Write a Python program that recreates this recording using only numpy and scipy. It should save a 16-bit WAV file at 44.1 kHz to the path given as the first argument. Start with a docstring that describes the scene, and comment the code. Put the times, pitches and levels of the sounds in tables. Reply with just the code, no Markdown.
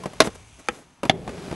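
"""A skateboard rolls up a ramp close by, knocks against the edge and stalls there.
Shoes and wheels scuff while the lifted front wheels spin with a thin hiss. The tail pops off,
the wheels drop back, the nose slaps down and the board rolls away over joints in the concrete.
Each blow makes the wooden deck and its axles ring and clatter, and the loudest blows overload
the microphone. Faint wind blows across it throughout."""
import sys
import numpy as np
from scipy import signal
from scipy.fft import rfft, irfft
from scipy.io import wavfile

SR = 44100
rng = np.random.default_rng(int(sys.argv[2]) if len(sys.argv) > 2 else 0)


def persist_wave(psi):
    """Save psi, clipped to +-1, as 16-bit WAV."""
    counts = np.round(np.clip(psi, -1, 1) * 32767).astype(np.int16)
    wavfile.write(sys.argv[1], SR, np.atleast_2d(counts).T)


N = 68355
T = np.arange(N) / SR
HIT_T = T[:8192]  # seconds since a hit began
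TREBLE_LIMIT_HZ = 11950


def amp(db):
    """Turns decibels (dB) into a number to multiply a sound by."""
    return 10 ** (np.asarray(db) / 20)


def add(mix, start_s, sound):
    """Adds a sound to the mix at its start time."""
    part = mix[max(round(start_s * SR), 0):][:len(sound)]
    part += sound[:len(part)]


def fade(t, fade_s):
    """A fade that drops by 60 dB every fade_s seconds."""
    return np.exp(-np.log(1000) * t / fade_s)


def coloured(noise, tone, tilt_db=0):
    """Shapes noise to a tone table, brightens it by tilt_db per octave and sets its strength to 1."""
    hz = np.fft.rfftfreq(len(noise), 1 / SR) + 1
    tone_hz, tone_db = np.transpose(tone)
    octave = np.log2(np.clip(hz, tone_hz[0], tone_hz[-1]))
    gain = amp(np.interp(octave, np.log2(tone_hz), tone_db) + tilt_db * octave)
    treble_cut = 1 / (1 + (hz / TREBLE_LIMIT_HZ) ** 40)
    shaped = irfft(rfft(noise) * gain * treble_cut, len(noise))
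    return shaped / np.sqrt(np.mean(shaped ** 2) + 1e-20)


def dying_noise(tone, fade_s, damping, tilt_db=0, t=HIT_T):
    """Countless weak notes struck at once. fade_s holds at 1000 Hz; damping shortens the high ones."""
    spectrum = rfft(coloured(rng.standard_normal(len(t)), tone, tilt_db))
    octave = np.log2((np.fft.rfftfreq(len(t), 1 / SR) + 1) / 1000)
    centres = np.arange(-2, 5, 2)  # octaves from 1000 Hz
    out = np.zeros(len(t))
    for centre in centres:
        band = irfft(spectrum * np.interp(octave, centres, 1. * (centres == centre)), len(t))
        out += band * fade(t, fade_s * 2 ** (-damping * centre))
    return out


def grains(per_second=11000, spread_db=2):
    """A thick stream of tiny contacts, all different in size."""
    clicks = rng.standard_normal(N) * (rng.random(N) < per_second / SR)
    return clicks * amp(spread_db * np.minimum(rng.exponential(1, N), 4))


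# How loud the rolling is. Each row: time in seconds, rumble level in dB, grit level in dB.
ROLL_LEVELS = [(0, -41.5, -49), (.08, -41.5, -50.5), (0.191, -57, -51), (.24, -39, -37),
               (.30, -48.5, -51.5), (0.502, -68.5, -64.5), (.75, -65, -51), (.86, -64.5, -64.5),
               (1.028, -71, -70), (1.039, -43, -46), (1.087, -47, -49), (1.125, -32, -59),
               (1.24, -39.5, -53), (1.31, -37, -47), (1.55, -39.5, -43.5)]
# The tone of the rumble and of the grit. Each row: frequency in Hz, level in dB.
RUMBLE_TONE = [(30, -22), (70, -3.5), (140, -2.5), (170, 7), (205, -1.5), (300, -5.5), (395, 0),
               (480, -4.5), (780, -10.5), (1000, -23.5), (5000, -48)]
GRIT_TONE = [(200, -28.5), (600, 6.5), (2300, .5), (5000, -5), (11500, -12.5)]

def rolling():
    """The ground shakes the deck into a low rumble while grit crackles under the wheels."""
    times, rumble_db, grit_db = np.transpose(ROLL_LEVELS)
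    rumble = amp(np.interp(T, times, rumble_db)) * coloured(grains(), RUMBLE_TONE)
    grit = amp(np.interp(T, times, grit_db)) * coloured(grains(), GRIT_TONE)
    return rumble + grit


# How loud the gusts are. Each row: time in seconds, level in dB.
GUST_LEVELS = [(0, -74), (.18, -46.5), (.27, -47.5), (.78, -63), (.97, -68), (1.19, -44), (1.55, -65)]
# The tone of the gusts and of the hush. Each row: frequency in Hz, level in dB.
GUST_TONE = [(20, -2), (55, 2.5), (120, -1), (500, -40.5)]
HUSH_TONE = [(250, 1.5), (500, -10), (900, -2.5), (1600, -10), (11500, -25)]

def wind(hush_db=-58):
    """Low gusts hit the microphone over a steady outdoor hush."""
    gusts = amp(np.interp(T, *np.transpose(GUST_LEVELS))) * coloured(rng.standard_normal(N), GUST_TONE)
    hush = amp(hush_db) * coloured(rng.standard_normal(N), HUSH_TONE)
    return gusts + hush


# How loud the spinning front wheels are. 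Each row: time in seconds, level in dB.
SPIN_LEVELS = [(.1, -60), (.3, -56.5), (.62, -57), (1.03, -71.5)]
# The tone of their hiss. Each row: frequency in Hz, level in dB.
SPIN_TONE = [(1700, -18.5), (2250, 2.5), (5200, -11), (6200, 1.5), (7000, -6.5), (9800, -5.5),
             (11500, -20.5)]

def bearings():
    """The bearings of the lifted wheels make a thin hiss that fades as they slow."""
    return amp(np.interp(T, *np.transpose(SPIN_LEVELS))) * coloured(grains(), SPIN_TONE)


# Wheels hitting the ramp and the joints. Each row: start in seconds, level in dB,
# brightness in dB per octave, ringing note in Hz, that note's extra level in dB.
WHEEL_BUMPS = [(.036, -31.5, 2, 1036, 5), (.057, -21.5, 0.26, 147, -3), (.133, -36.5, 2, 600, -1),
               (0.245, -28, 2, 420, 4), (0.2716, -21, 0, 433.6, 2.5), (1.0321, -18.5, 0.14, 548, 0.5),
               (1.0522, -21, -0.4, 247, -1), (1.2765, -24.5, -1, 180, -1.5), (1.2919, -27.5, -0.5, 346, -9),
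               (1.4799, -32.5, -1, 710, -2), (1.5115, -26, -0.3, 163, 5), (1.526, -26.5, -0.45, 333, 5)]
# The tone of a thud. Each row: frequency in Hz, level in dB.
THUD_TONE = [(60, -11.5), (220, 3.5), (1050, -3.5), (1500, -12), (2300, -12.5), (4300, -20.5),
             (11500, -26.5)]

def bumps(fade_s=0.055, rise_s=0.00079):
    """Soft wheels send thuds into the deck, and each thud brings out one ringing note."""
    t, out = HIT_T, np.zeros(N)
    for start_s, db, tilt_db, hz, ring_db in WHEEL_BUMPS:
        ring = amp(ring_db) * np.sin(2 * np.pi * hz * t) * fade(t, fade_s)
        thud = dying_noise(THUD_TONE, fade_s, damping=0.18, tilt_db=tilt_db)
        add(out, start_s, amp(db) * (thud + ring) * np.minimum(t / rise_s, 1))
    return out


def blow(hit, notes, clatter_tone, ring_s, clatter_s, damping, rise_s):
    """A hard hit rings and clatters. ring_s and clatter_s hold at 1000 Hz; higher sounds die sooner."""
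    start_s, db, clatter_db, tilt_db = hit
    t, out = HIT_T, np.zeros(N)
    ring = np.zeros(len(t))
    for k, (hz, note_db) in enumerate(notes):
        octave = np.log2(hz / 1000)
        note = np.sin(2 * np.pi * hz * t) * fade(t, ring_s * 2 ** (-damping * octave))
        ring += (-1) ** k * amp(db + note_db + tilt_db * octave) * note  # every other note is flipped
    clatter = amp(db + clatter_db) * dying_noise(clatter_tone, clatter_s, damping, tilt_db)
    add(out, start_s, (ring + clatter) * np.minimum(t / rise_s, 1))
    return out


# Knocks on the edge. Each row: start in seconds, level in dB, the clatter's extra level in dB,
# brightness in dB per octave.
KNOCK_HITS = [(0.2029, 1.5, -5.5, -0.5), (0.2187, -14.5, 0, -3)]
# A knock's ringing notes and the tone of its clatter. Each row: frequency in Hz, level in dB.
KNOCK_NOTES = [(255, -19), (305, -14.5), (415, -10.5), (646, -4.5), (851, -16.5), (1058, -9), (1475, -11),
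               (1622, -16), (2051, -12.5), (2400, -19.5), (2680, -25), (2907, -24.5), (3601, -14.5),
               (3845, -13), (4350, -16.5), (5340, -27.5), (5860, -14.5)]
KNOCK_TONE = [(110, -8), (180, -11.5), (350, -4), (4500, 0.5), (8000, -9), (11500, -10)]

def edge_knock():
    """The wooden deck and an axle strike the edge of the ramp."""
    return sum(blow(hit, KNOCK_NOTES, KNOCK_TONE, ring_s=0.045, clatter_s=0.051,
                    damping=0.24, rise_s=0.00064) for hit in KNOCK_HITS)


# Short rubs. Each row: loudest moment in seconds, length in seconds, level in dB.
SCUFF_SWELLS = [(0.26, 0.04, -30), (0.356, 0.016, -39.5), (0.599, 0.022, -44.5), (0.761, 0.12, -46)]
# The tone of the rubbing. Each row: frequency in Hz, level in dB.
SCUFF_TONE = [(80, -9.5), (280, 10.5), (800, 0.5), (4500, -18), (6500, -10), (11500, -15.5)]

def scuffs():
    """Shoes and wheels rub in short swells while the board balances."""
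    swells = sum(amp(db) * np.exp(-(2 * (T - peak_s) / length_s) ** 2)
                 for peak_s, length_s, db in SCUFF_SWELLS)
    return swells * coloured(grains(), SCUFF_TONE)


# The tail's one hit: start in seconds, level in dB, the clatter's extra level in dB,
# brightness in dB per octave.
POP_HIT = (.6857, -1.5, -19.5, 0)
# The pop's ringing notes and the tone of its clatter. Each row: frequency in Hz, level in dB.
POP_NOTES = [(228, -29.5), (334, -25), (492, -19), (815, -18.5), (1304, -13.5), (1600, -19.5), (1830, -18),
             (2400, -15), (4590, -23), (6300, -19.5)]
POP_TONE = [(100, -5.5), (550, -11.5), (1700, -2), (3400, 2), (4100, -12), (9000, -6.5), (11500, -17)]

def tail_pop():
    """The tail pops off the ramp with a sharp crack whose high notes die quickly."""
    return blow(POP_HIT, POP_NOTES, POP_TONE, ring_s=0.038, clatter_s=0.084,
                damping=0.74, rise_s=0.00014)


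# The landing and a faint echo of it off the ground just after. Each row: start in seconds, level in dB, the
# clatter's # extra level in dB, brightness in dB per octave.
SLAP_HITS = [(1.0955, 1.5, -9.5, 0), (1.1113, -28, 0.5, -0.5)]
# A slap's ringing notes and the tone of its clatter. Each row: frequency in Hz, level in dB.
SLAP_NOTES = [(206, -13.5), (296, -11.5), (645, -10), (768, -5.5), (937, -40), (1180, -22.5), (1725, -21.5),
              (2150, -10), (3250, -9), (3470, -9.5), (4700, -24), (6250, -18.5)]
SLAP_TONE = [(60, -2), (200, 5.5), (1500, -0.5), (3500, 2), (7000, -16), (11500, -20)]

def nose_slap():
    """The nose drops, so the front wheels slap the ground, and a faint echo of the slap follows."""
    return sum(blow(hit, SLAP_NOTES, SLAP_TONE, ring_s=0.028, clatter_s=0.04,
                    damping=0.21, rise_s=0.0015) for hit in SLAP_HITS)


# The tone of the echoes. 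Each row: frequency in Hz, level in dB.
ECHO_TONE = [(800, 4), (3400, 3), (6500, -9)]

def echoes(sound, fade_s, rise_s):
    """Sound bounces off concrete and ramps and blurs into a short tail."""
    t = T[:SR // 2]
    tail = dying_noise(ECHO_TONE, fade_s, damping=0.1, t=t) * np.minimum(t / rise_s, 1)
    return signal.fftconvolve(sound, tail / np.linalg.norm(tail))[:N]


def scene(echo_db=-37.5, near_echo_db=-26.5, phase_shift=0.078, left_db=0.36):
    """Mixes board, echoes and wind a little to the left, with both channels almost alike."""
    board = rolling() + bearings() + bumps() + edge_knock() + scuffs() + tail_pop() + nose_slap()
    middle = board + amp(echo_db) * echoes(board, fade_s=0.38, rise_s=0.02) + wind()
    # Waves reach the microphone's two openings slightly out of step; near echoes add more width.
    side = phase_shift * signal.hilbert(middle).imag
    side += amp(near_echo_db) * echoes(middle, fade_s=0.04, rise_s=0.0005)
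    return np.array([(middle + side) * amp(left_db), (middle - side) * amp(-left_db)])


def record(dry, ceiling=0.95, low_cut_hz=38):
    """The microphone drops the deepest bass, overloads on the hardest blows and loses the top treble."""
    bass_cut = signal.butter(2, low_cut_hz, "highpass", fs=SR, output="sos")
    trimmed = signal.sosfilt(bass_cut, dry)
    squashed = trimmed / (1 + (trimmed / ceiling) ** 6) ** (1 / 6)
    treble_cut = signal.firwin(101, TREBLE_LIMIT_HZ, window=("kaiser", 7), fs=SR)
    return signal.oaconvolve(squashed, treble_cut[None], "same")


dry = scene()
out = record(dry)
persist_wave(out)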